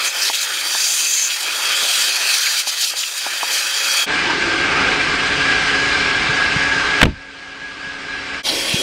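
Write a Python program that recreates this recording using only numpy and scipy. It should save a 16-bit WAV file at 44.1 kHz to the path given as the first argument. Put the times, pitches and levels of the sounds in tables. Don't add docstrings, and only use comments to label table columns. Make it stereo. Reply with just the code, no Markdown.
import sys
import numpy as np
from scipy import signal
from scipy.fft import rfft, irfft
from scipy.io import wavfile
from scipy.ndimage import uniform_filter1d

SR = 44100
rng = np.random.default_rng(int(sys.argv[2]) if len(sys.argv) > 2 else 0)


def master(y):
    cut = np.clip(np.atleast_2d(y).T, -1, 1)
    pcm = np.round(cut * 32767)
    wavfile.write(sys.argv[1], SR, pcm.astype(np.int16))


N = 388962
T = np.arange(N) / SR
HZ = np.fft.rfftfreq(N, 1 / SR)


def amp(db):
    return 10 ** (np.asarray(db) / 20)


def unit_rms(x):
    return x / np.sqrt(np.mean(x ** 2) + 1e-20)


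def add(mix, start_s, sound):
    part = mix[round(start_s * SR):][:len(sound)]
    part += sound[:len(part)]


def follow(rows):
    times_s, *columns = np.transpose(rows)
    return [np.interp(T, times_s, column) for column in columns]


def swells(rows):
    return sum(np.outer(heights, np.cos(np.pi * np.clip((T - middle_s) / length_s, -.5, .5)) ** 2)
               for middle_s, length_s, *heights in rows)


def ramp(start_s, length_s):
    return np.clip((T - start_s) / length_s, 0, 1)


def drift(rate_hz):
    return unit_rms(irfft(rfft(rng.standard_normal(N)) / (1 + (HZ / rate_hz) ** 4), N))


def spectrum(points):
    hz, db = np.transpose(points)
    return amp(np.interp(np.log(HZ + 1), np.log(hz + 1), db))


def below(edge_hz):
    return 1 / np.sqrt(1 + (HZ / edge_hz) ** 10)


def above(edge_hz):
    return np.sqrt(1 - below(edge_hz) ** 2)


def resonance(f, hz, width_hz):
    return 1 / (1 + (2 * (f - hz) / width_hz) ** 2)


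def cavity(peaks, pitch, ripple_db=1.2, first_s=.004, decay_s=.02):
    peaks_db = sum(db * resonance(HZ / pitch, hz, width_hz) for hz, width_hz, db in peaks)
    echoes = rng.standard_normal(N) * (T * pitch > first_s) * np.exp(-T * pitch / decay_s)
    return amp(peaks_db + ripple_db * unit_rms(rfft(echoes).real))


def ring(modes, pitch, rise_s, sign=1):
    t = T[:SR // 2]
    tones = sum(sign ** k * amp(db - 60 * t / t60_s) * np.sin(2 * np.pi * hz * pitch * t)
                for k, (hz, db, t60_s) in enumerate(modes))
    return tones * (1 - np.exp(-t / rise_s))


def restless(air, depth_db):
    frames = signal.stft(air, nperseg=512, noverlap=384)[2]
    patches = rng.standard_normal(frames.shape[1:])
    for _ in range(2):
        patches = uniform_filter1d(patches, size=3, axis=0)
        patches = uniform_filter1d(patches, size=18, axis=1)
    gain = unit_rms(amp(depth_db * unit_rms(patches)))
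    return signal.istft(frames * gain, nperseg=512, noverlap=384)[1][:, :N]


# frequency in Hz, side over mid in dB.
NARROW = [(100, -34), (2400, -63), (4400, -101), (6500, -26), (8500, -2), (12000, -0.5), (15000, 5.5)]
WIDE = [(100, -101), (400, -27), (1300, -23), (2400, -16.5), (4400, -3.5), (8000, 1.5), (11000, 29.5),
        (14000, 65)]

def flow(colour, width):
    mid, side = rfft(rng.standard_normal((2, N))) * colour
    mid, side = irfft(mid, N), irfft(side * spectrum(width), N)
    return np.array([mid + side, mid - side]) / np.std(mid)


# time in seconds, beat rate in Hz at normal speed.
BEAT_RATE = [(5.2, 4.7), (5.55, 3.55), (5.8, 3.2), (6.25, 3.55), (7.03, 3.55), (7.17, 4.55), (7.7, 4.55),
             (8.15, 3.6), (8.4, 4.9)]
BASE_WHINE_HZ, BASE_HUM_HZ = 1654, 275.3

def motor(whine_db, hum_db, twin_db, shot_speed, in_step_s=6.41, waver=.0005):
    rate = shot_speed * (1 + waver * shot_speed * drift(12 * shot_speed))
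    rad_per_hz = 2 * np.pi * np.cumsum(rate) / SR
    beats = np.cumsum(shot_speed * follow(BEAT_RATE)[0]) / SR
    lag_rad = 2 * np.pi * (beats - np.interp(in_step_s, T, beats))
    whine_rad, hum_rad = BASE_WHINE_HZ * rad_per_hz, BASE_HUM_HZ * rad_per_hz
    whine = np.sin(whine_rad) + amp(twin_db) * np.sin(whine_rad - lag_rad)
    hum = np.sin(hum_rad) + amp(-6) * np.sin(2 * hum_rad)
    return amp(whine_db + drift(20 * shot_speed)) * whine + amp(hum_db + drift(4.2)) * hum


# middle in seconds, pitch in Hz, level in dB, number of cycles.
BUMPS = [(6.299, 134, -18, 4), (6.567, 150, -12.5, 3.2), (7.874, 154, -31, 4), (8.745, 165, -11, 2.8)]

def bumping():
    out = np.zeros(N)
    for middle_s, hz, db, cycles in BUMPS:
        t = T[:round(cycles / hz * SR)]
        add(out, middle_s - t[-1] / 2, amp(db) * np.hanning(len(t)) ** 2 * np.sin(2 * np.pi * hz * t))
    return out


# base frequency in Hz, level in dB, T60 in seconds.
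TRIM_MODES = [(330, -17, 0.029), (474, -14, 0.03), (738, -10, 0.05), (905, -10, 0.055), (1017, -4.5, 0.044),
              (1210, -0.5, 0.022), (1860, -19, 0.032)]
# start in seconds, level in dB, pitch factor.
KNOCKS = [(0.297, -11.5, 0.91), (.748, -14.5, 0.88), (1.824, -18.5, 0.52), (2.67, -18.5, 0.82),
          (2.935, -25, 0.78), (3.263, -13, 0.78), (3.429, -8, 0.94), (3.51, -24, 0.73), (3.536, -26, 0.77)]

def knocking():
    out = np.zeros(N)
    for start_s, db, pitch in KNOCKS:
        add(out, start_s, amp(db) * ring(TRIM_MODES, pitch, rise_s=.0022, sign=-1))
    return out


def through_gap(noise, hz, width_hz):
    f = np.fft.rfftfreq(len(noise), 1 / SR)
    colour = resonance(f, hz, width_hz) * np.minimum(f / hz, 1) ** 2
    return unit_rms(irfft(rfft(noise) * colour))


# middle and length in seconds, pitch and bandwidth in Hz, level in dB.
SLURPS = [(0.973, 0.22, 8500, 900, -33), (1.063, .14, 2550, 200, -26), (1.849, 0.55, 3400, 260, -27),
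          (1.948, 0.45, 8160, 500, -30.5), (2.297, 0.21, 2560, 300, -23.5), (2.404, 0.7, 1580, 700, -28.5),
          (2.418, 0.72, 4180, 700, -27.5), (3.798, 0.69, 1600, 400, -32), (3.996, 0.2, 3260, 248, -24),
          (3.952, 0.23, 4550, 500, -24), (4.3, 0.13, 945, 130, -24), (4.787, 0.43, 1310, 350, -23),
          (4.831, 0.45, 2370, 500, -22.5)]

def slurping():
    out = np.zeros(N)
    for middle_s, length_s, hz, width_hz, db in SLURPS:
        air = through_gap(rng.standard_normal(SR), hz, width_hz)
        swell = np.hanning(round(length_s * SR))
        add(out, middle_s - length_s / 2, amp(db) * swell * air[:len(swell)])
    return out


# start and length in seconds, pitch and bandwidth in Hz, level in dB.
SCRAPES = [(0.213, 0.022, 5140, 2400, -18.5), (0.249, 0.046, 4150, 3200, -19.5),
           (0.328, .03, 3260, 2200, -22), (1.299, 0.017, 3100, 3000, -21), (2.463, 0.015, 2210, 500, -19.5),
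           (2.675, 0.03, 4700, 3400, -23), (2.821, 0.029, 4300, 2200, -18),
           (2.967, .008, 4000, 3000, -22.5), (2.987, .007, 4800, 2400, -26),
           (3.029, 0.011, 2820, 2000, -20), (8.449, 0.03, 3800, 2200, -23), (8.487, 0.016, 4170, 900, -18)]

def scraping(grit_share=.42, fibres_per_s=1600, attack_s=.003, release_s=.0032):
    out, t = np.zeros(N), T[:SR]
    for start_s, length_s, hz, width_hz, db in SCRAPES:
        air, flicks = rng.standard_normal((2, SR))
        grit = unit_rms(flicks * (rng.random(SR) < fibres_per_s / SR))
        crackle = np.sqrt(1 - grit_share) * air + np.sqrt(grit_share) * grit
        envelope = np.minimum(t / attack_s, 1) * np.exp(-np.maximum(t - length_s, 0) / release_s)
        add(out, start_s, amp(db) * envelope * through_gap(crackle, hz, width_hz))
    return out


# frequency and bandwidth in Hz, relative level in dB.
WHISTLE_MODES = [(6200, 120, 8.5), (6550, 210, 4), (6880, 140, 3), (7330, 170, 2)]
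# start and release time in seconds, level in dB.
WHISTLES = [(0.048, 0.078, -20), (.39, .43, -24), (0.757, 1.13, -24), (1.105, 1.271, -19)]

def whistling(attack_s=.04, release_s=.027):
    colour = sum(amp(db) * resonance(HZ, hz, width_hz) for hz, width_hz, db in WHISTLE_MODES)
    envelope = sum(amp(db) * ramp(start_s, attack_s) * (1 - ramp(end_s, release_s))
                   for start_s, end_s, db in WHISTLES)
    return envelope * restless(flow(colour, NARROW), depth_db=.5)


# base frequency in Hz, level in dB, T60 in seconds.
PANEL_MODES = [(35.3, -11, 0.38), (62.3, 2.5, 0.22), (116, -1, 0.22), (165.5, 1.5, 0.17), (194, 3, 0.13),
               (232, 3.5, 0.11), (270, 1, 0.1), (321, -5, 0.1), (480, -6, 0.1), (684, -4, 0.08)]
# frequency in Hz, density in dB.
LATCH_COLOUR = [(100, -7), (450, 5), (900, 1), (1400, 6), (2000, 3), (3200, 2.5), (4500, -9), (8000, -23),
                (15000, -52)]
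# start in seconds, boom and clack in dB, boom pitch factor.
DOOR_BLOWS = [(7.0151, -45, -5, 1.1), (7.0287, -12.5, -18, 1), (7.0300, -24, -3, 1.1),
              (7.0362, -40, -17, 1), (7.0545, -26, -16.5, 0.91), (7.066, -18.5, -36, 1.3),
              (7.091, -41, -35, 1.03)]

def door_slam(grind_s=.003, clack_t60_s=.016, tail_db=-31, tail_t60_s=.2):
    boom, clack, t = np.zeros(N), np.zeros(N), T[:SR // 2]
    decay = amp(-60 * np.maximum(t - grind_s, 0) / clack_t60_s) + amp(tail_db - 60 * t / tail_t60_s)
    for start_s, boom_db, clack_db, pitch in DOOR_BLOWS:
        add(boom, start_s, amp(boom_db) * ring(PANEL_MODES, pitch, rise_s=.00085))
        add(clack, start_s, amp(clack_db) * decay)
    return boom + clack * flow(spectrum(LATCH_COLOUR), NARROW)


def door_seal_db(shut_s=7.024, seal_s=.022, shut_db=-21, creep_db_per_s=9.5):
    return ramp(shut_s, seal_s) * np.minimum(shut_db + creep_db_per_s * (T - shut_s), 0)


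def lift_db(start_s=4.26, length_s=.36, rise_db=4.5):
    return rise_db * (ramp(start_s, length_s) - 1)


def hose_drone(start_s=4.2, rise_s=.14, peak_db=-27, fade_db_per_s=20):
    envelope = ramp(start_s, rise_s) * amp(peak_db - fade_db_per_s * np.maximum(T - start_s - rise_s, 0))
    return envelope * flow(resonance(HZ, hz=340, width_hz=90), WIDE)


# base frequency and bandwidth in Hz, gain in dB.
CABIN_PEAKS = [(150, 72, 5.0), (318, 39, 3.5), (434, 54, 7.5), (550, 39, 1.0), (612, 32, -6.5),
               (754, 39, 6), (835, 41, -4.5), (896, 43, 6), (969, 56, -2), (1153, 36, 4.5), (1223, 86, 2),
               (1500, 48, -6.5), (1524, 32, 5.0), (1592, 94, 10), (1670, 67, 6), (1800, 32, 3.0),
               (1880, 78, -3), (2020, 38, 5), (2153, 49, 6), (2350, 63, 6.5), (2400, 42, 4),
               (2590, 47, 3.5), (2620, 48, -2), (2700, 60, 5.5), (2960, 77, 5), (3090, 46, 9),
               (3120, 76, -7.5), (3279, 78, 5), (3420, 45, 2), (4140, 133, 3.5), (4470, 56, -2),
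               (4700, 132, 3.5), (5000, 120, 4), (5522, 63, 7), (5634, 95, -8)]
# frequency in Hz, density in dB.
REAR_COLOUR = [(30, -10), (150, -4.5), (350, 3.5), (700, -2.5), (1300, -5.5), (2400, 3.5), (4500, 0),
               (5800, -1.5), (6700, -7), (9500, -8.5), (12000, -13.5), (15500, -23)]

def rear_suction(level_db=-19.5, cabin_share=.82):
    air = flow(spectrum(REAR_COLOUR) * cavity(CABIN_PEAKS, pitch=2) ** cabin_share, NARROW)
    return amp(level_db + .55 * drift(60)) * restless(air, depth_db=2)


# frequency in Hz, density in dB.
ROAR_COLOUR = [(20, -15), (60, -4.5), (95, -7.5), (200, -3.5), (500, -7), (1000, -1.5), (1400, 1.5),
               (2400, 0), (3600, -5), (5000, -8.5), (6300, -14.5), (8800, -22.5), (10500, -42.5),
               (15000, -97)]
# middle and length in seconds, rush and rumble gain in dB.
SWINGS = [(4.08, 0.25, -1, 1.5), (4.36, 0.11, -2, -2), (4.58, 0.25, -0.5, -0.5), (4.82, 0.49, 0, 4.5),
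          (5.52, 0.078, 0.5, 2), (5.7, 1, 0.3, -0.1), (6.44, 0.096, 0.5, -1), (6.8, 0.71, -0.1, -1),
          (7, 0.067, 1, 2)]
# middle and length in seconds, treble gain in dB.
TURNS = [(5.7, 1.3, 1.3)]

def roaring(level_db=-18, rumble_db=-10, buffet_db=-17.5, gust_db=.5):
    rush_swing_db, rumble_swing_db = swells(SWINGS)
    facing_db, = swells(TURNS)
    colour = spectrum(ROAR_COLOUR) * cavity(CABIN_PEAKS, pitch=.99)
    rush = flow(colour * above(1040), WIDE)
    treble = irfft(rfft(rush) * above(2500) ** 2, N)
    rush += (amp(facing_db) - 1) * treble
    rush = amp(rush_swing_db + gust_db * drift(35)) * restless(rush, depth_db=1)
    rumble = amp(rumble_db + rumble_swing_db) * flow(colour * below(887) * above(209), WIDE)
    buffet = amp(buffet_db + lift_db()) * flow(colour * below(152), WIDE)
    return amp(level_db + door_seal_db()) * (rush + rumble + buffet)


# frequency in Hz, density in dB.
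CARPET_COLOUR = [(30, -49), (150, -26), (230, -26.5), (320, -13), (450, -11.5), (700, -9.5), (1100, -5),
                 (1350, 0), (2500, 0.5), (4500, 6), (6500, -3), (9000, -9), (12000, -15), (15500, -19)]
# base frequency and bandwidth in Hz, gain in dB.
NOZZLE_PEAKS = [(875, 68, 1), (1105, 93, -4), (1700, 156, 1.0), (2130, 193, -4.5), (2310, 130, 0.5),
                (2604, 200, 6), (2930, 195, -5), (3200, 120, 6.5), (3380, 103, 3), (3652, 190, -3),
                (4340, 158, -4), (4820, 120, 4), (5300, 147, -1.5), (5640, 229, -4), (6917, 180, -0.5),
                (7280, 150, 3.5), (7970, 470, -4), (8400, 210, 1.5)]
# time in seconds, then hiss, fizz relative to hiss, and draw gains in dB.
PASSES = [(0, -21.5, -8.5, -27), (.48, -25.5, -5.5, -33), (.6, -22.5, -7, -29), (.89, -19.5, -3, -33.5),
          (1.23, -23, -4.5, -34.5), (1.43, -24.5, -6.5, -31.5), (1.68, -21, -7.5, -26.5),
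          (1.99, -18.5, -5.5, -28), (2.21, -18.5, -10, -29.5), (2.33, -18.5, -5.5, -33),
          (2.55, -18.5, -7.5, -34), (2.75, -24, -7.5, -34.5), (3.11, -26, -6, -37.5),
          (3.3, -25.5, -6.5, -31.5), (3.67, -20, -9.5, -29.5), (4.04, -19, -6.5, -26)]
# middle and length in seconds, gain in dB.
JABS = [(.065, 0.077, 2.5), (.245, 0.23, 2.5), (.352, 0.062, 3), (.43, 0.084, 3.5), (2.6, .05, 3),
        (2.69, 0.042, 2.5), (2.825, 0.18, 4.5), (3.18, 0.051, 2.5), (3.55, 0.21, 3)]
# middle and length in seconds, hiss and draw loss in dB.
CHOKES = [(.115, 0.093, 1.5, 7), (.32, 0.044, 1.5, 17), (.385, 0.044, -2, 3.5), (2.642, 0.073, 6.5, 5),
          (2.89, 0.054, -4.5, 6), (2.945, 0.05, 6, -1), (2.995, 0.068, -5, 0.5)]

def scrubbing(draw_trim_db=4, hiss_trim_db=-1.5, fizz_trim_db=2.5, jab_fizz_share=.92):
    hiss_db, fizz_db, draw_db = follow(PASSES)
    jab_db, = swells(JABS)
    hiss_loss_db, draw_loss_db = swells(CHOKES)
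    colour = spectrum(CARPET_COLOUR) * cavity(NOZZLE_PEAKS, pitch=.97)
    draw_gain = amp(draw_db - draw_loss_db + draw_trim_db + 1.04 * drift(33))
    draw = draw_gain * flow(colour * below(2650), NARROW)
    hiss = amp(hiss_trim_db) * flow(colour * above(2050) * below(6900), NARROW)
    fizz = amp(fizz_db + fizz_trim_db + jab_fizz_share * jab_db) * flow(colour * above(6340), NARROW)
    hiss_gain = amp(hiss_db + jab_db - hiss_loss_db + .99 * drift(49))
    return restless(draw + hiss_gain * (hiss + fizz), depth_db=1.98)


def gate(start_s, end_s, fade_s=.037):
    return np.clip(np.minimum(T - start_s, end_s - T) / fade_s, 0, 1)


# time in seconds, level in dB.
CARPET_WHINE = [(0, -38), (.8, -34), (1.5, -35), (1.65, -28.5), (2.03, -28), (2.15, -51), (3.2, -43),
                (3.7, -32), (4.04, -21.5)]
LIFTED_WHINE = [(4.1, -34), (4.85, -36), (5.3, -26.5), (5.6, -23.5), (5.85, -24), (6.12, -26), (6.43, -23),
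                (6.7, -22), (7.15, -24.5), (7.6, -21), (8.15, -22), (8.4, -24.5)]
REAR_WHINE = [(8.5, -32), (8.65, -27), (8.82, -24)]

def scene(hum_seal_share=.71):
    draw_db, seal_db = follow(PASSES)[2], door_seal_db()
    carpet = scrubbing() + whistling() + knocking()
    carpet += motor(follow(CARPET_WHINE)[0], hum_db=draw_db - 16.5, twin_db=-6, shot_speed=2)
    lifted = roaring() + hose_drone()
    lifted_hum_db = -33.5 + lift_db() + hum_seal_share * seal_db
    lifted += motor(follow(LIFTED_WHINE)[0] + seal_db, lifted_hum_db, twin_db=-1.5, shot_speed=1)
    rear = rear_suction() + motor(follow(REAR_WHINE)[0], hum_db=-35, twin_db=-14, shot_speed=2)
    vacuum = carpet * gate(-.05, 4.062) + lifted * gate(4.055, 8.428) + rear * gate(8.43, 8.9)
    return vacuum + slurping() + scraping() + bumping() + door_slam()


def record(dry, ceiling=.95, cutoff_hz=15750):
    low_pass = signal.firwin(511, cutoff_hz, window=("kaiser", 9), fs=SR)
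    return signal.oaconvolve(np.clip(dry, -ceiling, ceiling), low_pass[None], "same")


dry = scene()
out = record(dry)
master(out)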